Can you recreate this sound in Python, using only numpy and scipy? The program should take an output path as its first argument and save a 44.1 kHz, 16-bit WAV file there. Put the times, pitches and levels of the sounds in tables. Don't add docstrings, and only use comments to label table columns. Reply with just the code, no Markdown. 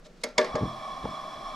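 import sys
import numpy as np
from scipy import signal
from scipy.fft import rfft, irfft
from scipy.io import wavfile

SR = 44100
rng = np.random.default_rng(int(sys.argv[2]) if len(sys.argv) > 2 else 0)


def store_wav(level_fs):
    pcm = np.round(np.clip(np.atleast_2d(level_fs), -1, 1) * 32767)
    wavfile.write(sys.argv[1], SR, pcm.T.astype(np.int16))


N = 68355
HIT_N = 16384
TIME_S, AGE_S = np.arange(N) / SR, np.arange(HIT_N) / SR
TOP_HZ = 15500


def clicks():
    # start in seconds, snap in dB, brightness in Hz, valve ring in dB,
    # body ring in dB, room in dB, weight from 0 (light tick) to 1 (heavy clack).
    hits = [(0.0579, -47, 7000, -60, -50.5, -66, 0), (0.235, -26.5, 8550, -54, -73, -66, 0.22),
            (0.2378, -25, 11400, -20, -33.5, -35.5, 0), (.2445, -35, 12000, -38, -73, -55, 0.51),
            (0.287, -48, 13300, -54, -55, -59, 0.19), (0.3793, -19.5, 6800, -31, -27, -50, 1),
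            (.3814, -16.5, 6200, -11, -54, -27.5, 0.85), (.3845, -24, 5300, -22, -17.5, -31, 0.96),
            (.4125, -31.5, 5560, -48, -35, -54, 0.46), (0.4442, -32, 5840, -44, -38, -34.5, 0.18),
            (.5538, -26.5, 4900, -35, -23.5, -41.5, 0.67), (1.153, -42.5, 5500, -64, -52.5, -60, 0.3)]
    # frequency in Hz, dB in a light tick, dB in a heavy clack, t60 in seconds.
    body_modes = [(246, -2.5, -15, 0.16), (382, -20, -7.5, 0.25), (461, 0, -6.5, 0.21),
                  (499, -15.5, -8.5, 0.32), (557, -5, -9, 0.29), (611.7, 1, 0.5, 0.22), (630, 1.5, -7, 0.1),
                  (884, -28, -12.5, 0.36), (970, -48, -24, .16), (1167, -7, -6, 0.11),
                  (1364, -16.5, -47, 0.65), (1633, -30, -14, 0.32), (1742, -33, -9.5, 0.19),
                  (1836, -34, -13, 0.2), (2177, -13, -30, 0.1), (5200, -20, -26, 0.1),
                  (6400, -21, -45, 0.23)]
    valve_modes = [(976, -15, -7.5, 0.063), (2144, -9.5, -6.5, 0.055), (2220, -16, -8, 0.044),
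                   (2210, -26, -22, 0.084), (3342, -13.5, -15.5, 0.047), (3517, -29, -11, 0.055),
                   (4696, -11, -8, 0.038), (5145, -2.5, -7, 0.022), (6660, -15, -16.5, 0.054),
                   (7000, -25, -2.5, 0.024), (9330, -6, -15, 0.017), (9880, -5.5, -24, 0.018)]
    # frequency in Hz, density in dB.
    snap_colour = [(110, -31), (220, -10.5), (480, 9), (1000, 1.5), (1400, -11.5), (1800, 10),
                   (2170, -12.5), (2800, -3.5), (3450, -1.5), (4000, 1), (5200, -0.5), (7300, -1),
                   (8600, -8.5), (10200, -12.5), (11200, -14.5), (15000, -15)]
    # frequency in Hz, density in dB.
    room_colour = [(100, -64), (220, 9), (350, 5), (550, 9.5), (1000, 0), (1400, 0.5), (2200, 1.5),
                   (2800, -8), (5200, -5), (6600, -20), (8000, -21.5), (12500, -36), (15000, -52)]
    out = np.zeros((2, N))
    for start_s, snap_db, bright_hz, valve_db, body_db, room_db, weight in hits:
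        burst = noise(np.ones_like(freqs(HIT_N)), size=HIT_N) * fade(rise_s=0.00063, t60_s=0.031)
        snap = irfft(rfft(burst) * contact(snap_colour, bright_hz))
        room = noise(gains(room_colour, HIT_N), size=HIT_N) * fade(rise_s=0.0019, t60_s=0.26)
        valve = ring(struck(valve_modes, weight), rise_s=0.0003, bright_hz=bright_hz)
        body = ring(struck(body_modes, weight), rise_s=0.0034)
        metal = undb(valve_db) * valve + undb(body_db) * body
        add(out, start_s, undb(snap_db) * snap + metal + undb(room_db) * room)
    return out


def gas(on_s=0.349, jet_db=-51.5, flutter_db=0.97):
    # frequency in Hz, width in Hz, level in dB.
    tube_modes = [(635, 93, -47.5), (767, 110, -49), (1098.3, 132, -41), (1217, 25, -53.5),
                  (1745, 164, -59.5), (2290, 123, -58), (3368, 188, -53.5), (3960, 200, -64),
                  (4320, 300, -66.5), (5216, 92, -64), (5580, 160, -64.5), (7450, 1200, -70.5),
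                  (9500, 630, -74)]
    # time in seconds, gain in dB.
    swell = [(.45, -0.5), (.56, 2.5), (.63, -1.5), (.69, 2.5), (.76, 1), (.85, 1), (.94, 0.5), (1.2, 0),
             (1.53, .5)]
    # frequency in Hz, density in dB.
    jet_colour = [(70, -25), (130, 0), (260, 2), (400, -5.5), (900, -8.5), (1450, -11.5), (2700, -14),
                  (4500, -15), (6100, -16.5), (6900, -31.5), (10500, -30), (12200, -32), (14200, -42),
                  (15500, -62)]
    f = freqs(N)
    peaks = [undb(db) * unit(1 / (1 + ((f - hz ** 2 / f) / width_hz) ** 2))
             for hz, width_hz, db in tube_modes]
    tube_shape = np.sqrt(sum(peak ** 2 for peak in peaks))
    tube_rms = np.sqrt(np.mean(tube_shape ** 2))
    waver_db = np.interp(TIME_S, *np.array(swell).T) + flutter_db * wander(rate_hz=5.8)
    tube = undb(waver_db) * tube_rms * noise(tube_shape)
    hiss = tube + undb(jet_db) * noise(gains(jet_colour))
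    low = irfft(rfft(hiss) * dull(f, corner_hz=2720), N)
    treble = hiss - low
    return ramp(on_s, rise_s=0.073) * low + ramp(on_s, rise_s=0.29) * treble


def knocks():
    # start in seconds, thud peak in dB, brightness in Hz, table in dB, base in dB.
    hits = [(0.069, -57, 500, -71, -56), (0.5438, -30, 340, -54, -50), (0.548, -27.5, 158, -42, -41),
            (0.5546, -22, 950, -63, -18.5), (0.6125, -24, 336, -46, -32), (0.6237, -21, 258, -36.5, -60),
            (.633, -18, 324, -34, -33), (.640, -20.5, 243, -36.5, -40), (0.655, -27, 325, -38, -30),
            (1.043, -29, 448, -60, -53), (1.049, -28, 113, -42, -53), (1.054, -24, 724, -55, -21),
            (1.0585, -26.5, 804, -54, -29), (1.089, -33, 297, -44, -55), (1.368, -48, 130, -49, -57)]
    # frequency in Hz, level in dB, t60 in seconds.
    table_modes = [(53.4, -31, 0.17), (93.5, -13.5, 0.46), (132.3, -6, 0.39), (175.2, 4, 0.17),
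                   (220, -7.5, 0.61), (258, -1, 0.15), (302, -3, 0.16), (335.2, -6, 0.27)]
    base_modes = [(316, -6.5, 0.031), (540, 2, 0.029), (683, -16, 0.075), (806, -2.5, 0.037)]
    # frequency in Hz, density in dB.
    thud_colour = [(20, -33), (55, 9), (72, -0.5), (110, 4), (170, 3), (300, 1), (800, 3), (1500, -13)]
    table = ring(table_modes, rise_s=0.0059)
    base = ring(base_modes, rise_s=0.00052)
    out, f = np.zeros((2, N)), freqs(N)
    for start_s, thud_db, bright_hz, table_db, base_db in hits:
        push_release = 1j * gains(thud_colour) * dull(f, bright_hz)
        delay = np.exp(-2j * np.pi * f * start_s)
        thud = irfft(push_release * delay, N)
        out += undb(thud_db) * thud / np.abs(thud).max()
        add(out, start_s, undb(table_db) * table + undb(base_db) * base)
    return out


def fingers(roughness_db=3.5):
    # centre in seconds, half-width in seconds, level in dB.
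    strokes = [(0.062, 0.015, -57), (0.214, 0.045, -62.5), (0.308, 0.0074, -62)]
    # frequency in Hz, density in dB.
    skin_colour = [(100, -22), (170, 5), (300, -1), (500, 1), (900, 3), (2000, -8), (4000, 3), (7000, -4.5),
                   (9000, -16), (14000, -27)]
    pressure = sum(undb(db) * np.exp(-((TIME_S - centre_s) / half_s) ** 2)
                   for centre_s, half_s, db in strokes)
    return pressure * undb(roughness_db * wander(rate_hz=79)) * noise(gains(skin_colour))


def room_tone(level_db=-52):
    # frequency in Hz, density in dB.
    colour = [(15, -2), (27, 7), (50, -13.5), (95, -71), (135, -15), (170, -3.5), (260, -14.5), (450, -12),
              (620, -14.5), (900, -25.5), (1300, -23), (2000, -28), (6000, -34.5), (9000, -44.5),
              (14000, -56)]
    return undb(level_db) * noise(gains(colour), side_db=4.5)


def ring(modes, rise_s, bright_hz=TOP_HZ):
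    phases_rad = 0.5 * rng.standard_normal(len(modes))
    return sum(undb(db) * dull(hz, bright_hz) * fade(rise_s, t60_s) * np.sin(2 * np.pi * hz * AGE_S + rad)
               for (hz, db, t60_s), rad in zip(modes, phases_rad))


def struck(modes, weight):
    return [(hz, light_db + weight * (heavy_db - light_db), t60_s)
            for hz, light_db, heavy_db, t60_s in modes]


def contact(colour, bright_hz):
    magnitude = unit(gains(colour, HIT_N) * dull(freqs(HIT_N), bright_hz))
    cepstrum = irfft(np.log(magnitude + 1e-9))
    causal_fold = 1 + np.sign(np.fft.fftfreq(HIT_N))
    return np.exp(rfft(cepstrum * causal_fold))


def noise(shape, side_db=0, size=N):
    # frequency in Hz, side relative to mid in dB.
    diffuse = [(60, -22.5), (250, -16.5), (600, -16), (1100, -14), (2100, -9.5), (3500, -14), (9000, -8.5),
               (13000, -4)]
    mid, side = np.exp(2j * np.pi * rng.random((2, len(shape))))
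    spread = undb(side_db) * gains(diffuse, size) * np.array([[1], [-1]])
    return unit(irfft(shape * (mid + spread * side), size))


def wander(rate_hz):
    smoothing = np.exp(-(freqs(N) / rate_hz) ** 2)
    return unit(irfft(rfft(rng.standard_normal(N)) * smoothing, N))


def fade(rise_s, t60_s):
    return (1 - np.exp(-AGE_S / rise_s)) * np.exp(-np.log(1000) * AGE_S / t60_s)


def ramp(start_s, rise_s):
    return np.clip((TIME_S - start_s) / rise_s, 0, 1)


def dull(hz, corner_hz):
    return 1 / np.sqrt(1 + (hz / corner_hz) ** 6)


def gains(points, size=N):
    hz, db = np.array(points).T
    return undb(np.interp(np.log(freqs(size)), np.log(hz), db))


def freqs(size):
    return np.maximum(np.fft.rfftfreq(size, 1 / SR), 1)


def undb(db):
    return 10 ** (np.asarray(db) / 20)


def unit(x):
    return x / np.sqrt(np.mean(x ** 2))


def add(out, start_s, sound):
    span = out[:, int(start_s * SR):][:, :HIT_N]
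    span += sound[..., :span.shape[1]]


def scene():
    # frequency in Hz, left minus right in dB.
    balance = [(200, 0.5), (650, 2), (900, 1), (1150, -3.5), (1750, 2.5), (2120, -14.5), (2350, 5.5),
               (2700, -2), (3400, 0), (9000, 0.5)]
    peak_lead_rad, lead_hz = 0.59, 1600
    lantern = rfft(clicks() + knocks() + fingers() + gas())
    f = freqs(N)
    lead_rad = peak_lead_rad * (2 * f * lead_hz / (f ** 2 + lead_hz ** 2)) ** 2
    left = np.sqrt(gains(balance)) * np.exp(0.5j * lead_rad)
    right = 1 / left
    return irfft(lantern * np.array([left, right]), N) + room_tone()


def record(dry):
    return signal.sosfilt(signal.ellip(8, 0.2, 70, TOP_HZ, fs=SR, output="sos"), dry)


dry = scene()
out = record(dry)
store_wav(out)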